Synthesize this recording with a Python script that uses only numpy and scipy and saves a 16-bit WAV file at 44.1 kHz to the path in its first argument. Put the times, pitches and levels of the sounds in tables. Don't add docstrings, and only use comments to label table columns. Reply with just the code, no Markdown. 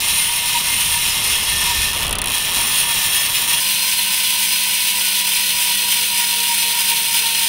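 import sys
import numpy as np
from scipy import signal
from scipy.fft import rfft, irfft
from scipy.io import wavfile
from scipy.ndimage import uniform_filter1d

SR = 44100
rng = np.random.default_rng(int(sys.argv[2]) if len(sys.argv) > 2 else 0)


def level_to_linear(level):
    exponent = np.asarray(level, float) / 20
    return 10 ** exponent


def store_wav(level_fs):
    pcm = np.round(np.clip(np.atleast_2d(level_fs), -1, 1) * 32767)
    wavfile.write(sys.argv[1], SR, pcm.T.astype(np.int16))


N = 329868

CUT_S = 3.6
# time in seconds, teeth per second, buzz level in dB.
HAND_PUSHES = [
    [(0, 230, -20), (.09, 208, -18), (.2, 288, -18.5), (.25, 298, -20), (.33, 336, -19), (.42, 232, -20.5)],
    [(.51, 268, -19), (.56, 247, -19), (.72, 229, -18.5), (.87, 252, -18.5), (.94, 296, -18.5),
     (1.02, 282, -18.5), (1.1, 313, -19), (1.19, 201, -19.5)],
    [(1.31, 246, -16.5), (1.39, 210, -20), (1.49, 234, -17.5), (1.52, 187, -19), (1.65, 244, -18),
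     (1.76, 260, -18.5), (1.85, 252, -18.5), (1.92, 212, -20), (2, 160, -22)],
    [(2.3, 150, -22), (2.39, 248, -19.5), (2.51, 168, -21), (2.56, 195, -18), (2.64, 270, -18.5),
     (2.73, 286, -19), (2.8, 296, -18), (2.87, 310, -20.5), (3, 300, -17.5)],
    [(3.05, 308, -19.5), (3.12, 406, -18.5), (3.23, 470, -19), (3.34, 386, -19.5), (3.43, 310, -19),
     (3.5, 335, -18), (3.6, 247, -19)],
]
# time in seconds, peak in dB.
SLOW_TEETH = [(1.931, -5), (1.937, -10), (1.9415, -9), (1.948, -9), (1.9546, -11), (1.9606, -9),
              (1.9679, -6), (1.9749, -7), (1.984, -10), (1.99, -8), (1.9979, -9), (2.0055, -7),
              (2.0132, -6), (2.0218, -6), (2.029, -5), (2.0378, -7), (2.0466, -5), (2.0559, -9),
              (2.0663, -6), (2.0785, -6.5), (2.0929, -7.5), (2.1085, -7), (2.1272, -5), (2.153, -9),
              (2.1849, -7), (2.1872, -14), (2.2166, -5), (2.2405, -8), (2.258, -5.5), (2.2719, -5),
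              (2.282, -5), (2.292, -9), (2.3, -5.5), (2.3067, -9), (2.3138, -8), (2.319, -7), (2.3254, -8),
              (2.33, -7), (2.3367, -9), (2.3419, -7), (2.3468, -8), (2.352, -6), (2.357, -10), (2.3623, -9),
              (2.367, -7), (2.371, -10), (2.375, -12), (2.38, -6), (2.3847, -8)]
FREE_HZ, SAG_HZ_PER_S, FREE_DB = 513.2, 14.2, -18
TEETH_PER_TURN, SWELL_DB, SWELL_PEAK_S = 144, 0.56, 5.665
BRIGHT_DB, BRIGHT_PER_DB = 1.37, .5
# frequency in Hz, level in dB per Hz.
HUB_RING = [
    [(650, -24), (1100, -10), (1590, -19), (1740, -2), (2300, -7), (2570, 0.5), (2930, 3.5), (4480, -7.5),
     (5480, -5), (8000, -13), (8560, -8.5), (9250, -3.5), (12600, -15), (14300, -9), (15800, -10.5)],
    [(650, -29), (1100, -20), (1310, -21), (1470, -8.5), (1610, -12.5), (2250, -3), (3210, 3.5),
     (4150, -4.5), (4630, -8.5), (6120, -7), (6770, -14.5), (9150, -3), (12800, -10.5), (15100, -6),
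     (15800, -6)],
]
# frequency in Hz, width in Hz, level in dB.
SPOKE_MODES = [
    [(948, 45, -2), (1027, 110, -10), (1230, 16, -8), (1480, 42, -6.5), (1804, 9, 7), (2115, 20, 5),
     (2121, 18, 2.5), (2510, 69, 4), (2727, 32, 3), (2610, 35, 4.5), (2850, 18, 1), (2920, 20, -0.5),
     (3010, 25, 3), (3090, 26, 3), (3220, 42, 0), (3303, 40, 10), (3585, 22, 6.5), (3940, 150, 1.5),
     (4170, 160, 1), (5450, 300, -1.5), (9260, 140, -5), (8780, 120, -0.5), (10130, 200, -4),
     (9600, 1300, -3), (12130, 90, -9), (13040, 110, -4), (14650, 260, -11), (12800, 1200, -7),
     (13700, 150, -9)],
    [(944, 73, 8.5), (1020, 45, -7), (1250, 69, -9), (1490, 99.3, -29), (1820, 75, 0.5), (2590, 130, 9.5),
     (4170, 120, 12.5), (5015, 180, 6.5), (8960, 1300, 7), (10248, 1400, -6), (14200, 393, -5),
     (15800, 496, -4), (14120, 430, -28)],
]
SPOKE_DB = [-5, -9]
# frequency in Hz, t60 in seconds.
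HUB_DECAY = [(400, 0.029), (1500, 0.13), (2500, 0.11), (3900, 0.066), (4800, 0.024), (6500, 0.034),
             (9500, 0.044), (15000, 0.022)]
# multiple of the tooth rate, level in dB rms, flutter in dB.
WHIRR_TONES = [
    (1, -51.5, 3.5),
    (2, -48, 1),
    (3, -54.5, 3.5),
    (4, -48, 3),
]
# start in seconds, end in seconds, low edge in Hz,
# high edge in Hz, lift in dB.
BAND_LIFTS = [(-4, 1.5, 1750, 1850, -4.5), (5, 2.1, 4600, 7200, 1), (-1, 1.27, 3250, 3360, -5),
              (4, 8, 4100, 4260, -1.5), (1, 2.3, 4995, 5400, 2), (0.5, 3.1, 3800, 11000, 0),
              (-2, 1.23, 14950, 15800, -2), (2, 2.383, 9700, 10400, 1), (0, 0.39, 9300, 9700, 8),
              (-5, 1.25, 8500, 9000, 3.5), (1.7, 2.5, 8400, 9000, -2), (0.5, 3.895, 8600, 9100, 1.5),
              (1, 2.16, 9150, 9750, -1), (2, 3.55, 9200, 10000, 3), (-3, 1.3, 10000, 10700, 3),
              (-2, 3.586, 11450, 11950, 4), (6, 8, 8750, 9200, 0.5), (3.4, 8, 9350, 10000, 1.5),
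              (1.5, 3.8, 2070, 2180, -4), (1.85, 4, 1770, 1810, -1.5), (4, 8, 2270, 2250, 1.5),
              (2, 8, 13400, 14000, 2), (2.9, 3.7, 12300, 13000, 5.5), (2.6, 3.68, 13600, 14100, 2.5),
              (0, 1.25, 14400, 14900, 4), (1, 2.65, 14300, 15800, -3.5), (2, 3.69, 15300, 15800, 4)]
FRAME_HZ, FRAME_WIDTH_HZ, FRAME_DB, MEET_DB = 935, 22, [-38, -38], [-0.5, 5.5]
THROB_DB, THROB_DIP_S = -1, 7
# time in seconds, level in dB above rest.
FRAME_JERKS = [(.17, 3), (.31, 7), (.45, 7.5), (.56, 18), (.68, 9), (.86, 7), (.97, 9), (1.08, 8), (1.3, 0),
               (1.62, 9), (1.7, 15.5), (1.8, -2), (1.87, 1), (1.96, 6), (2.03, 2), (2.2, -3), (2.33, -15),
               (2.42, -6), (2.62, 7.5), (2.69, -12), (2.84, 6), (2.92, 9), (3.0, 4), (3.06, 4), (3.13, -15),
               (3.3, 3), (3.37, -12), (3.48, 11.5), (3.56, 9), (3.63, -1), (3.72, -9), (3.77, 10),
               (3.98, 11), (4.28, -12), (4.33, 12), (4.54, -12), (5.04, -12), (5.16, -7), (5.23, 5),
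               (5.48, -16), (5.59, 0), (5.68, 11), (5.77, -8), (5.86, 5), (5.92, -9), (6.07, -8), (6.18, 8),
               (6.34, 9), (6.43, -3), (6.52, 6), (6.6, 1), (6.75, 5), (6.88, -7), (7.3, -5), (7.39, 3)]
JERK_S = 0.034
# time in seconds, rattle level in dB.
CHAIN_SLACK = [(0, -43.5), (1.1, -41.5), (1.9, -39.5), (2.12, -34), (2.28, -34.5), (2.36, -41), (2.5, -38),
               (2.58, -36), (2.78, -40), (2.9, -41), (3.35, -41), (3.45, -41), (3.6, -41)]
# frequency in Hz, level in dB per Hz.
CHAIN_SPECTRUM = [(150, 0), (250, -6), (370, -7.5), (700, -6), (1100, -0.5), (1600, -12.5), (3400, -6.5),
                  (4100, -18), (7000, -28), (15000, -43)]
WASH_DB, RATTLE_DB = -50, .8
# start in seconds, end in seconds,
# frequency in Hz, dB rms.
WHINE_TONES = [
    (1.15, 2.3, 413, -50),
    (1.52, 1.9, 1800, -38),
    (1.6, 2.3, 69, -43),
]
# time in seconds, level in dB.
WIND_GUSTS = [(0, -45), (.1, -35), (.37, -45), (.47, -42), (.9, -37.5), (1.2, -38), (1.5, -34), (1.62, -35),
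              (1.7, -27), (1.88, -31), (1.93, -41), (2.12, -25.5), (2.27, -28), (2.34, -43), (2.75, -41),
              (3.07, -44), (3.3, -52), (3.6, -49)]
# frequency in Hz, level in dB per Hz.
WIND_SPECTRA = [
    [(12, -31), (22, -8), (40, -4), (65, -3), (102, -6.5), (134, -6.5), (209, -9), (242, -20), (300, -41),
     (390, -45), (660, -120)],
    [(12, -38), (20, -29), (38, -17), (123, -5.5), (157, -5), (166, -8), (180, 0), (230, -12), (400, -120)],
]
CALM_DB, GUSTY_DB = -52.5, .6
DEEP_HZ, DEEPER_PER_DB, DEEP_FROM_DB = 90, 1, -39
# frequency in Hz, level in dB rms.
MOTOR_HUM = [
    (199.2, -47),
    (312.2, -59),
    (597.5, -55),
]
# time in seconds, low edge in Hz, high edge in Hz.
SPLIT_BANDS = [(1.106, 4260, 5700), (2.686, 5700, 8240), (3.197, 5140, 6330), (3.369, 4220, 8370),
               (3.988, 7610, 15890), (4.313, 10340, 11730), (4.543, 4280, 5700), (4.545, 8980, 10340),
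               (5.473, 6980, 7800), (5.798, 9740, 11720), (6.612, 5720, 6830), (6.612, 9680, 11020),
               (7.376, 13150, 15800), (7.446, 10430, 13660)]
EDGE_HZ = 15750


def ratchet(glint_db=(.7, .8, 1.1, .9)):
    out = lift_bands(band(ringing(), 480, 24000) + whirr() + cracks())
    frame = band(out, 880, 1054)
    middle, high, top = band(out, 4300, 7100), band(out, 8730, 9750), band(out, 10500, 12200)
    rest = out - frame - middle - high - top
    glint = level_to_linear(np.reshape(glint_db, (4, 1)) * drift(130, count=4))
    bright = level_to_linear(BRIGHT_DB + BRIGHT_PER_DB * (motion()[1] - FREE_DB))
    treble = glint[1] * middle + glint[2] * high + glint[3] * top
    return frame_ring(frame) + glint[0] * rest + bright * treble


def ringing():
    rings = [hub(place, count=10) for place in range(2)]
    cut, out = int(CUT_S * SR), np.zeros(N)
    half, blows = motion()[2] / 2, strikes()
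    near_face = blows * abs(np.cos(half)) ** 1.3
    far_face = blows * abs(np.sin(half)) ** 1.3
    blows = np.r_[near_face, far_face]
    out[:cut] = signal.oaconvolve(blows[:, :cut], rings[0], axes=1).sum(0)[:cut]
    out[cut:] = signal.oaconvolve(blows[:, cut:], rings[1], axes=1).sum(0)[:N - cut]
    return out


def motion():
    t = np.arange(N) / SR
    hand_hz, hand_db = curves(sum(HAND_PUSHES, []))
    speed = np.where(t < CUT_S, hand_hz, FREE_HZ - SAG_HZ_PER_S * (t - CUT_S))
    angle = 2 * np.pi * np.cumsum(speed) / SR / TEETH_PER_TURN
    swell = np.cos(angle - angle[int(SWELL_PEAK_S * SR)])
    return speed, np.where(t < CUT_S, hand_db, FREE_DB + SWELL_DB * swell), angle


def strikes(count=5, spread_s=(.0008, .0005), jitter_s=(.00025, .00015), uneven_db=2.5, slow_db=5.5):
    speed, level_db, _ = motion()
    slow_s, peak_db = np.transpose(SLOW_TEETH)
    at = np.flatnonzero(np.diff(np.floor(np.cumsum(speed) / SR + .5)))
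    at = at[(at < (slow_s[0] - .0035) * SR) | (at > (slow_s[-1] + .0035) * SR)]
    size = level_to_linear(level_db[at]) * np.sqrt(SR / speed[at] / count)
    at = np.r_[((slow_s + .0002) * SR).astype(int), at]
    size = np.r_[level_to_linear(peak_db + slow_db), size]
    place = (at > CUT_S * SR) * 1
    order = np.linspace(-1, 1, count)[:, None]
    chance = rng.standard_normal((len(at), count, 2))
    calm = np.where(np.arange(len(at)) < len(slow_s), .35, np.clip(speed[at] / 330, .55, 1))
    late_s = np.take(spread_s, place) * (1.1 + order + .18 * drift(20, count=count)[:, at])
    late_s += np.take(jitter_s, place) * chance[..., 0].T
    late_s *= calm
    hit = np.clip(at + np.round(late_s * SR).astype(int), 0, N)
    force_db = -5.5 * order ** 2 + 1.96
    force_db = force_db + uneven_db * calm * chance[..., 1].T
    force_db += 1.35 * drift(30, count=count)[:, at] + 0.3 * drift(11.5, count=1)[:, at]
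    force = size * level_to_linear(force_db)
    return np.array([np.bincount(h, f, N)[:N] for h, f in zip(hit, force)])


def hub(place, count):
    hz = np.arange(440, 16000, 45)
    hz = hz + rng.uniform(-15, 15, len(hz))
    t60 = read(HUB_DECAY, hz)
    flip = rng.random((count, len(hz))) < 1 / (2 + (1800 / hz) ** 4)
    signs = np.where(flip, -1, 1) * rng.choice([-1, 1], len(hz))
    height = level_to_linear(read(HUB_RING[place], hz)) / np.sqrt(t60)
    dense = evened_treble(modes(hz, height, t60, signs, size=4000, snap=2.14))
    f, width, db = np.transpose(SPOKE_MODES[place])
    pawls = 1 + .5 * rng.standard_normal((count, len(f)))
    clear = modes(f, level_to_linear(db) * width, 4.4 / width, pawls, size=9000)
    both = level_to_linear(SPOKE_DB[place]) * clear / np.linalg.norm(clear)
    both[:, :dense.shape[1]] += dense / np.linalg.norm(dense)
    return both / np.linalg.norm(both, axis=1).mean()


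def modes(hz, height, t60, pawls, size, snap=0.):
    t = np.arange(size) / SR
    rings = np.sin(2 * np.pi * hz[:, None] * t) * level_to_linear(-60 * t / t60[:, None])
    rings *= 1 + snap * np.minimum(hz[:, None] / 8000, 1) * np.exp(-t / 0.00066)
    return (pawls * height) @ rings * (1 - np.exp(-t / 0.00027))


def evened_treble(rings):
    z = rfft(rings, 8192)
    power = (abs(z) ** 2).mean(0)
    treble = np.fft.rfftfreq(8192, 1 / SR) > 1900
    broad, fine = uniform_filter1d(power, size=110), uniform_filter1d(power, size=20)
    even = np.sqrt(abs(broad / (abs(fine) + 1e-9)))
    return irfft(z * np.where(treble, even, 1))[:, :rings.shape[1]]


def cracks(low_hz=8400, high_hz=10600, rise_s=0.0011, fall_s=0.0019, db=-4.0):
    slow_s, peak_db = np.transpose(SLOW_TEETH)
    slowness = np.clip(np.gradient(slow_s) / 0.031, 0, 1)
    ticks = np.bincount((slow_s * SR).astype(int), level_to_linear(peak_db + db) * slowness, N)
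    t = np.arange(600) / SR
    shape = signal.oaconvolve(ticks, np.minimum(t / rise_s, 1) * np.exp(-t / fall_s))[:N]
    fizz = band(rng.standard_normal(N), low_hz, high_hz)
    return shape * fizz / np.sqrt(abs(uniform_filter1d(fizz ** 2, size=100)) + 1e-9)


def whirr(ring_hz=948, width_hz=35, lift=3.3, stay_hz=1955, stay_width_hz=45, stay_lift=0.68):
    speed, flutter = motion()[0], drift(18.0, count=len(WHIRR_TONES))
    turns, tones = np.cumsum(speed) / SR, np.zeros(N)
    for (k, db, flutter_db), w in zip(WHIRR_TONES, flutter):
        near = 1 + lift / (1 + ((k * speed - ring_hz) / width_hz) ** 2)
        near += stay_lift / (1 + ((k * speed - stay_hz) / stay_width_hz) ** 2)
        phase = 2 * np.pi * k * turns + .2 * flutter_db * w[::-1]
        tones += near * level_to_linear(db + flutter_db * w) * np.sin(phase)
    return np.sqrt(2) * tones * fade(CUT_S, 9, 0.0048)


def lift_bands(x, ramp_s=0.18):
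    hz, t, z = signal.stft(x, SR, nperseg=2048, noverlap=1536)
    gain = np.ones(z.shape)
    for start, end, low_hz, high_hz, db in BAND_LIFTS:
        inside = 1 / (1 + ((hz ** 2 - low_hz * high_hz) / (hz + 1) / (high_hz - low_hz)) ** 6)
        during = np.clip(np.minimum(t - start, end - t) / ramp_s, 0, 1)
        gain *= 1 + (level_to_linear(db) - 1) * np.outer(inside, during)
    return signal.istft(z * gain, SR, nperseg=2048, noverlap=1536)[1][:N]


def frame_ring(frame):
    loudness = np.sqrt(abs(uniform_filter1d(frame ** 2, size=6000)) + 1e-9)
    frame = frame * level_to_linear(frame_db() + 1.4 * drift(18.0, count=1)[0]) / loudness
    return frame + (level_to_linear(jerks_db()) - 1) * band(frame, 934.9, 971)


def frame_db():
    speed, _, angle = motion()
    place = (np.arange(N) / SR > CUT_S) * 1
    nearest_hz = np.round(FRAME_HZ / speed) * speed
    meet = 1 / (1 + ((nearest_hz - FRAME_HZ) / FRAME_WIDTH_HZ) ** 2)
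    throb = np.cos(2 * (angle - angle[int(THROB_DIP_S * SR)]))
    return np.take(FRAME_DB, place) + meet * (np.take(MEET_DB, place) + place * THROB_DB * throb)


def jerks_db():
    t = np.arange(0, N, 64) / SR
    return np.repeat(sum(db * np.exp(-((t - s) / JERK_S) ** 2) for s, db in FRAME_JERKS), 64)[:N]


def chain():
    turned = np.arange(N) / SR < CUT_S
    level_db = np.where(turned, curves(CHAIN_SLACK)[0], WASH_DB)
    level_db = level_db + RATTLE_DB * drift(4.9, count=1)[0] * turned
    return level_to_linear(level_db + 7.0) * noise(CHAIN_SPECTRUM, 1.3, size=512)


def whines():
    tones = np.zeros(N)
    for (start, end, hz, db), w in zip(WHINE_TONES, drift(8.1, count=len(WHINE_TONES))):
        tone = np.sin(2 * np.pi * np.cumsum(hz + 1.95 * w) / SR)
        tones += fade(start, end, 0.037) * level_to_linear(db + 1.3 * w) * tone
    return np.sqrt(2) * tones


def wind():
    early = np.arange(N) / SR < CUT_S
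    level_db = np.where(early, curves(WIND_GUSTS)[0], CALM_DB)
    level_db = level_db + GUSTY_DB * drift(4.9, count=1)[0] * early
    rumble = np.where(early, noise(WIND_SPECTRA[0], 1.5, size=2048), noise(WIND_SPECTRA[1], 2.0, size=2048))
    lean_db = DEEPER_PER_DB * (level_db - DEEP_FROM_DB) * early
    upper = band(rumble, DEEP_HZ, 2000)
    deep = level_to_linear(np.minimum(lean_db, 0)) * (rumble - upper)
    return level_to_linear(level_db) * (deep + level_to_linear(-np.maximum(lean_db, 0)) * upper)


def motor():
    hum = np.zeros(N)
    for (hz, db), w in zip(MOTOR_HUM, drift(8.1, count=len(MOTOR_HUM))):
        hum += level_to_linear(db + 0.27 * w) * np.sin(2 * np.pi * np.cumsum(hz + 1.1 * w) / SR)
    return np.sqrt(2) * hum * (np.arange(N) / SR > CUT_S)


def evened(x):
    return x / np.sqrt(np.mean(x ** 2) + 1e-20)


def read(points, hz):
    f, value = np.transpose(points)
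    return np.interp(np.log(hz + 1), np.log(f + 1), value)


def curves(rows):
    s, *columns = np.transpose(rows)
    return [np.interp(np.arange(N) / SR, s, c) for c in columns]


def drift(hz, count):
    size = int(SR / 64 / hz) + 1
    slow = rng.standard_normal((count, N // 64 + 1))
    slow = uniform_filter1d(uniform_filter1d(slow, size), size)
    slow -= uniform_filter1d(slow, 5 * size)
    return uniform_filter1d(np.repeat(evened(slow), 64, axis=1), 64)[:, :N]


def noise(spectrum, patchy_db, size):
    hz = np.fft.rfftfreq(size, 1 / SR)
    a, b, patches = rng.standard_normal((N * 4 // size + 5, len(hz), 3)).T
    patches = evened(uniform_filter1d(uniform_filter1d(patches, size=5, axis=0), size=4, axis=1))
    z = (a + 1j * b) * level_to_linear(read(spectrum, hz)[:, None] + patchy_db * patches)
    return evened(signal.istft(z, nperseg=size, noverlap=size * 3 // 4)[1][:N])


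def band(x, low_hz, high_hz):
    sos = signal.butter(3, [low_hz, min(high_hz, 20000)], "band", fs=SR, output="sos")
    return signal.sosfiltfilt(sos, x, padtype="even")


def fade(start, end, ramp_s):
    t = np.arange(N) / SR
    return np.clip(np.minimum(t - start, end - t) / ramp_s, 0, 1)


def scene():
    return np.tile(ratchet() + chain() + whines() + wind() + motor(), (2, 1))


def band_limit(x):
    return signal.sosfilt(signal.butter(12, 17040, fs=SR, output="sos"), x)


def record(dry):
    low_pass = signal.firwin(1023, EDGE_HZ, window=("kaiser", 9), fs=SR)
    mono = signal.oaconvolve(1.3 * np.tanh(dry[0] / 1.3), low_pass, "same")
    side, hz = np.zeros(N), np.fft.rfftfreq(2048, 1 / SR)
    window = np.sin(np.pi * np.arange(2048) / 2048)
    for s, low_hz, high_hz in SPLIT_BANDS:
        start = min(int(s * SR) - 1024, N - 2048)
        part = rfft(mono[start:start + 2048] * window) * (hz > low_hz) * (hz < high_hz)
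        scrambled = irfft(part * np.exp(2j * np.pi * rng.random(len(hz))))
        side[start:start + 2048] += level_to_linear(1.) * window * scrambled
    mix = np.array([mono + side, mono - side])
    return band_limit(mix)


dry = scene()
out = record(dry)
store_wav(out)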